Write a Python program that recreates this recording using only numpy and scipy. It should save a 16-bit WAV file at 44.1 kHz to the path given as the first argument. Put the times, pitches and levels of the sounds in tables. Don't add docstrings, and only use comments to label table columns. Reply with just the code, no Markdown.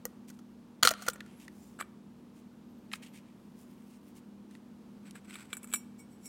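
import sys
import numpy as np
from scipy import signal
from scipy.fft import rfft, irfft
from scipy.io import wavfile
from scipy.ndimage import uniform_filter1d

SR = 44100
rng = np.random.default_rng(int(sys.argv[2]) if len(sys.argv) > 2 else 0)


def inscribe(sig):
    pcm = np.round(np.clip(np.atleast_2d(sig).T, -1, 1) * 32767)
    wavfile.write(sys.argv[1], SR, pcm.astype(np.int16))


N = 276948
T = np.arange(N) / SR
BLOW_T = np.arange(int(.45 * SR)) / SR


def undb(db):
    return 10 ** (np.asarray(db) / 20)


def unit(x):
    return x / np.sqrt(np.mean(x ** 2))


def blow_level(x, db):
    return x * undb(db) * np.sqrt(.005 * SR / np.sum(x ** 2))


def fade(t, t60):
    return np.exp(-np.log(1000) * t / t60)


def band(x, lo_hz, hi_hz, order=3):
    return signal.sosfilt(signal.butter(order, [lo_hz, min(hi_hz, SR / 2 - 1)], "band", fs=SR, output="sos"), x)


def resonate(x, modes):
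    return sum(undb(db) * signal.lfilter(*signal.iirpeak(hz, hz / width, SR), x) for hz, width, db in modes)


def add(out, s, x):
    i = max(int(s * SR), 0)
    out[i:i + len(x)] += x[:max(N - i, 0)]


def walk(rate):
    k = int(SR / rate)
    steps = np.repeat(rng.standard_normal(N // k + 1), k)
    return unit(uniform_filter1d(steps, k)[:N])


def contact(t, t60, build_s=0.00038, tail_db=-27, tail_t60=0.058):
    noise = rng.standard_normal(len(t)) * (1 - np.exp(-t / build_s))
    return noise * (fade(t, t60) + undb(tail_db) * fade(t, tail_t60))


def grit(rough_db, rate):
    return unit(rng.standard_normal(N) * undb(rough_db * walk(rate)))


def strokes(rows):
    rise_share = .43
    power = 0
    for s, length, db in rows:
        u = (T - s) / (length * np.where(T < s, rise_share, 1 - rise_share))
        power = power + undb(2 * db) * np.exp(-np.minimum(2 * u ** 2, 40))
    return np.sqrt(power)


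# f/Hz, level/dB, waver of the pitch/Hz
HUM_TONES = [(126, -73, 0.26), (162, -69.5, 2.2), (204.5, -57.5, 1.3), (240.5, -58.5, .3), (292.5, -69, 3),
             (355, -73.5, 0.29), (464, -77.5, 0.51)]
# f/Hz, relative level in each Hz/dB
AIR_COLOUR = [(20, -28), (33, -23), (48, -15.5), (90, -7.5), (140, -11), (200, 3), (265, -1.5), (400, -9.5),
              (700, -18.5), (920, -16.5), (2000, -29), (2800, -29.5), (7000, -36.5), (16000, -42.5)]


def workshop(flutter_db=2.0, air_db=-56.5):
    tones = np.zeros(N)
    for hz, db, waver in HUM_TONES:
        tone = np.sin(2 * np.pi * np.cumsum(hz + waver * walk(12)) / SR)
        tones += undb(db + flutter_db * walk(5)) * unit(tone)
    hz, db = np.transpose(AIR_COLOUR)
    bins_hz = np.arange(N // 2 + 1) * SR / N
    colour = undb(np.interp(np.log(bins_hz + 1), np.log(hz), db))
    air = unit(irfft(rfft(rng.standard_normal(N)) * colour, N))
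    return tones + air * undb(air_db + .5 * walk(4.2))


def room(x, wet_db=-21, bright_db=-26, low_t60=0.56, treble_t60=0.31, build_s=0.0046):
    t = np.arange(SR) / SR
    noise = rng.standard_normal(SR) * (1 - np.exp(-t / build_s))
    low, high = noise * fade(t, low_t60), noise * fade(t, treble_t60)
    tail = undb(wet_db) * band(low / np.linalg.norm(low), 200, 4500, order=2)
    tail += undb(bright_db) * band(high / np.linalg.norm(high), 4100, 11000, order=2)
    return signal.fftconvolve(x, tail)[:N]


# t/s, length/s, start f/Hz, middle f/Hz, end f/Hz, level/dB
SQUEAK_ARCHES = [(1.311, 0.16, 11300, 11160, 11700, -73.5), (1.592, 0.13, 7300, 7210, 7340, -78.5),
                 (2.635, 0.24, 12300, 13400, 13180, -84), (2.95, 0.31, 11900, 12000, 11400, -83),
                 (5.108, 0.0049, 11400, 10930, 10900, -50)]


def squeaks(waver=0.007, wander=0.009):
    out = np.zeros(N)
    for s, length, *pitch, db in SQUEAK_ARCHES:
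        u = np.linspace(0, 1, int(length * SR))
        arch = np.polyval(np.polyfit([0, .5, 1], pitch, 2), u)
        hz = arch * (1 + waver * walk(600) + wander * walk(17))[:len(u)]
        whistle = unit(np.sin(np.pi * u) * np.sin(2 * np.pi * np.cumsum(hz) / SR))
        add(out, s, undb(db + 4 * walk(63)[:len(u)]) * whistle)
    return out


# t/s, level before the last filter/dB
BENCH_THUMPS = [(.829, -31.5), (0.852, -40.5), (0.907, -54)]


def thumps(t60=0.12):
    out = np.zeros(N)
    for s, db in BENCH_THUMPS:
        thud = rng.standard_normal(len(BLOW_T)) * fade(BLOW_T, t60)
        add(out, s, blow_level(band(thud, 85, 340, order=1), db))
    return band(out, 30, 300)


def nail(nail_s=5.1092, nail_db=-53, t60=0.009):
    out = np.zeros(N)
    tick = band(contact(BLOW_T, t60, tail_db=-41.5), 2500, 9600, order=2)
    add(out, nail_s, blow_level(tick, nail_db))
    return out


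# peak t/s, length/s, level/dB, brightness (hiss over rasp)/dB
RUB_STROKES = [(0.289, .022, -59, 3), (0.332, .086, -74.5, 2), (1.03, 0.15, -62, -1),
               (1.3, 0.14, -74.5, -3.5), (1.421, .066, -63, 0.5), (1.628, 0.25, -70.5, 8),
               (2.375, 0.073, -72, 2.5), (2.943, 0.044, -55.5, 1.5), (3.033, 0.022, -55.5, -4),
               (3.058, 0.056, -64.5, -4.5), (3.16, 0.057, -61.5, -2), (3.271, .12, -80.5, -9),
               (3.606, 0.081, -68.5, 8), (3.93, 0.087, -70, 2), (4.171, 0.038, -64, 4),
               (4.532, 0.072, -72, -0.5)]
# from t/s, to t/s, level/dB
GRIP_SHIFT = (3.36, 4.15, -80.5)


def rubs(air_db=-7, air_per_bright=0.59, fidget_db=3):
    friction = grit(rough_db=2.5, rate=620)
    start, end, grip_db = GRIP_SHIFT
    shifting = uniform_filter1d(1. * ((T > start) & (T < end)), SR // 10)
    fidget = undb(grip_db + fidget_db * walk(18)) * shifting

    def level(offset_db, per_bright):
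        rows = [(s, length, db + offset_db + per_bright * bright) for s, length, db, bright in RUB_STROKES]
        return np.hypot(fidget, strokes(rows))

    rasp = level(0, -1) * unit(band(friction, 1800, 3300, order=2))
    hiss = level(0, 0) * unit(band(friction, 4860, 9420))
    air = level(air_db, air_per_bright) * unit(band(friction, 10000, 16000))
    return rasp + hiss + air


# t/s, snap level/dB, crackle level/dB, contact t60/s
RUBBER_SNAPS = [(1.205, -41.5, -57, 0.017), (1.262, -60, -65, .013), (1.48, -47, -59, 0.0085),
                (2.916, -47.5, -67.5, .008), (2.922, -51.5, -63.5, .017), (2.931, -45.5, -46, 0.011),
                (2.935, -32.5, -58, 0.01), (2.9555, -53, -55, .017), (4.51, -64.5, -67, 0.014),
                (4.5512, -55, -66, .012)]
# f/Hz, width/Hz, level/dB
RUBBER_MODES = [(1369.4, 160, -13), (1900, 400, 2), (2570, 264, -8.5), (3610, 436, -11)]


def snaps():
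    out = np.zeros(N)
    for s, db, crackle_db, t60 in RUBBER_SNAPS:
        crack = contact(BLOW_T, t60, tail_db=-28)
        snap = band(resonate(crack, RUBBER_MODES), 1050, 4300, order=2)
        crackle = band(crack, 5800, 11800)
        add(out, s, blow_level(snap, db) + blow_level(crackle, crackle_db))
    return out


# f/Hz, level/dB, t60/s
PISTON_MODES = [(1477, -28, 0.18), (2245, -7, 0.24), (2264, -13.5, 0.058), (2647, -6.5, 0.06),
                (4040, -22.5, 0.069), (5580, -18.5, 0.29), (7170, -2, 0.073), (7310, 0.5, 0.062),
                (7250, -3, 0.14), (7440, -20.5, 0.17), (7953, 8.5, 0.058), (8300, -13, .22),
                (7900, 3, 0.049), (8500, 4, 0.065), (9200, -23, 0.26), (8900, -14, 0.06), (10100, 3, 0.07),
                (9800, -6, 0.12), (10760, -15, 0.1625), (11940, -2, 0.09), (12210, -29, 0.23),
                (13500, -13.5, 0.073), (13000, -23, 0.22), (13600, -26, .035), (14450, -13.5, 0.22),
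                (14670, -18, 0.083), (15400, -7, 0.064)]


def piston_ring(t, scatter_db=2, detune=0.00054, lasting=0):
    hz, db, t60 = np.transpose(PISTON_MODES)[:, :, None]
    size, drift, phase = rng.standard_normal((3, len(PISTON_MODES), 1))
    gain = undb(db + scatter_db * size) * t60 ** lasting
    tones = np.sin(2 * np.pi * (hz * (1 + detune * drift) * t + phase))
    return np.sum(gain * fade(t, t60) * tones, axis=0)


def sing(force, ring):
    return signal.fftconvolve(force, ring / np.linalg.norm(ring))[:N]


# peak t/s, length/s, level/dB
SLIDE_STROKES = [(1.803, 0.019, -46), (5.072, 0.068, -62.5), (5.167, .039, -57), (5.253, 0.019, -63),
                 (5.293, 0.037, -54.5), (5.338, 0.091, -57), (5.408, 0.092, -57), (5.53, 0.069, -55.5),
                 (5.637, 0.038, -56), (5.702, .048, -54.5)]
# peak t/s, length/s, ring level/dB
FINGER_BRUSHES = [(5.996, 0.036, -58.5), (6.12, 0.062, -70), (6.272, .1, -54.5)]
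# f/Hz, width/Hz, level/dB
BORE_MODES = [(1502, 226, 4), (2160, 740, 3), (3300, 4360, -10.5), (7750, 160, 2.5), (9800, 370, -14)]


def slides(ring_db=-11, rasp_db=1.0, hiss_db=-13, grip_t60=0.014, lasting=1.4, touch_t60=0.62, skin_db=-8):
    exit_s, exit_length_s = 5.56, .03
    exit_rasp_db, exit_ring_db = -9.5, 4
    friction = unit(grit(rough_db=3, rate=700) * undb(2.2 * walk(80)))
    clear = .5 + .5 * np.tanh((T - exit_s) / exit_length_s)
    effort = strokes(SLIDE_STROKES)
    push = effort * undb(exit_ring_db * clear)
    drag = effort * undb(exit_rasp_db * clear)
    held_ring = piston_ring(BLOW_T) * fade(BLOW_T, grip_t60)
    held = undb(ring_db) * sing(friction * push, held_ring)
    brush = strokes(FINGER_BRUSHES)
    touch = unit(band(friction, 3600, 18000, order=1)) * brush
    free_ring = piston_ring(BLOW_T, scatter_db=3.5, lasting=lasting) * fade(BLOW_T, touch_t60)
    free = sing(touch, free_ring)
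    rasp = undb(rasp_db) * drag * unit(band(resonate(friction, BORE_MODES), 1040, 13700, order=2))
    hiss_level = undb(hiss_db) * push + undb(skin_db) * brush
    hiss = hiss_level * unit(band(friction, 5000, 15000, order=2))
    return held + free + rasp + hiss


# t/s, ring level/dB, bore clack level/dB, bore edge over the clack/dB
PISTON_TOUCHES = [(1.1333, -47.5, -60.5, 1), (1.7892, -57, -46, -18), (1.799, -55, -40.5, -22),
                  (1.8046, -51.5, -43.5, -19), (1.8097, -43, -32.5, -16), (1.823, -58, -44, -8),
                  (5.155, -57, -49, -14), (5.3549, -50.5, -47, -1.5), (5.5297, -41.5, -38.5, 0),
                  (5.533, -43.5, -59, 10), (5.548, -52, -67, -4), (5.569, -41, -51, -22),
                  (5.631, -50, -64, 1), (5.643, -49, -52, -20), (5.673, -56, -66, -4),
                  (5.716, -55, -60.5, 1.5), (5.727, -43.5, -50.5, -0.5), (5.737, -25.5, -33.5, -3),
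                  (5.7448, -35.5, -44, -4.5), (5.758, -37.5, -53, 4)]


def clinks(ring_db=1, bore_db=-1, bore_t60=0.0096, tick_db=-10, thud_db=-11):
    free_s, held_t60, free_t60 = 5.732, 0.13, 1.7
    ping_hz, ping_t60, ping_db = 2320, 0.045, 1
    out = np.zeros(N)
    for s, db, clack_db, edge_db in PISTON_TOUCHES:
        crack = contact(BLOW_T, bore_t60)
        grip = fade(BLOW_T, held_t60 if s < free_s else free_t60)
        ping = np.sin(2 * np.pi * ping_hz * BLOW_T) * fade(BLOW_T, ping_t60)
        add(out, s, blow_level(piston_ring(BLOW_T) * grip, db + ring_db))
        add(out, s, blow_level(band(crack, 350, 1300, order=2), clack_db + thud_db))
        add(out, s, blow_level(band(crack, 1140, 1700), clack_db + bore_db))
        add(out, s, blow_level(band(crack, 2700, 4020), clack_db + edge_db))
        add(out, s, blow_level(band(crack, 7100, 13230), db + tick_db))
        add(out, s, blow_level(ping, clack_db + edge_db + ping_db))
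    return out


# f/Hz, width/Hz, level over the bare contact/dB
WALL_MODES = [(1330, 89, 8), (1436, 200, 16), (1880, 140, 5), (3000, 250, -2), (3360, 480, 6),
              (4197, 350, 8.5), (5983, 640, 1), (6823, 100, 5), (8235, 47, 2.5), (11670, 190, 4),
              (12430, 210, 6.5), (14630, 670, 5.5)]


def housing(x):
    return x + resonate(x, WALL_MODES)


# t/s, strength/dB, hollow (how much the cavity rings)/dB,
# tilt/dB per octave, contact t60/s, cavity f/Hz
HOUSING_KNOCKS = [(0.0534, -38.5, 2.5, 3, 0.0056, 497), (0.3, -54.5, -5, 1, 0.03, 484),
                  (.389, -61, -7, -1.4, 0.037, 490), (0.8274, -27.5, -7.5, -4, 0.006, 761.7),
                  (0.8315, -21, -16, 1, .006, 677), (.8368, -30.5, -4, -2.2, 0.087, 654),
                  (.85, -23, -9.5, -2, 0.01, 490), (.854, -25.5, -8.5, 0, 0.047, 497),
                  (.873, -19.5, -14, -2.5, 0.005, 740), (0.8819, -31, -15.5, 0.5, 0.013, 706),
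                  (.8897, -31, -12.5, 1.5, .007, 692), (.9068, -35.5, -9.5, -1, .013, 674),
                  (.911, -35.5, 4, -0.5, 0.032, 630), (0.9371, -45, -9, -3, 0.0089, 720),
                  (1.021, -44.5, -4, -1, 0.049, 734), (1.064, -43.5, -3, -2, 0.071, 684),
                  (1.0803, -41.5, -7, -9, 0.0095, 516), (1.0835, -27.5, -4, -1.5, .014, 507),
                  (1.0982, -44, -10, 3.5, 0.031, 490), (1.157, -56.5, 4, -4, 0.03, 564)]
REGISTER_EDGES = [350, 1050, 2400, 5200, 10000, 17000]
# multiple of the cavity f, relative level/dB
CAVITY_MODES = [(1, 3), (2.42, -9.5), (2.95, -7.5), (3.82, -9.5)]


def knocks(cavity_t60=0.046, knock_db=-7):
    wall_db, wall_per_hollow = -8, .75
    sizzle_db, sizzle_per_hollow = -3.5, .35
    pivot_hz = 4003
    out = np.zeros(N)
    edges = np.array(REGISTER_EDGES)
    octaves = np.log2(np.sqrt(edges[1:-1] * edges[2:]) / pivot_hz)
    for s, db, hollow_db, tilt, t60, cavity_hz in HOUSING_KNOCKS:
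        crack = housing(contact(BLOW_T, t60))
        wall = wall_db - wall_per_hollow * hollow_db
        sizzle = sizzle_db + sizzle_per_hollow * hollow_db
        colour = tilt * octaves + np.array([0, wall, 0, sizzle])
        for register_db, lo, hi in zip([hollow_db + knock_db, *colour], edges, edges[1:]):
            add(out, s, blow_level(band(crack, lo, hi), db + register_db))
        hollow = sum(undb(mode_db) * np.sin(2 * np.pi * cavity_hz * multiple * BLOW_T)
                     for multiple, mode_db in CAVITY_MODES)
        add(out, s, blow_level(hollow * fade(BLOW_T, cavity_t60), db + hollow_db))
    return out


def scene():
    parts = squeaks() + thumps() + nail() + rubs() + snaps() + slides() + clinks() + knocks()
    return (workshop() + room(parts) + parts)[None]


def record(dry, rumble_hz=38, top_hz=16200):
    no_rumble = signal.sosfilt(signal.butter(4, rumble_hz, "high", fs=SR, output="sos"), dry)
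    return signal.sosfilt(signal.ellip(10, .2, 80, top_hz, fs=SR, output="sos"), no_rumble)


dry = scene()
out = record(dry)
inscribe(out)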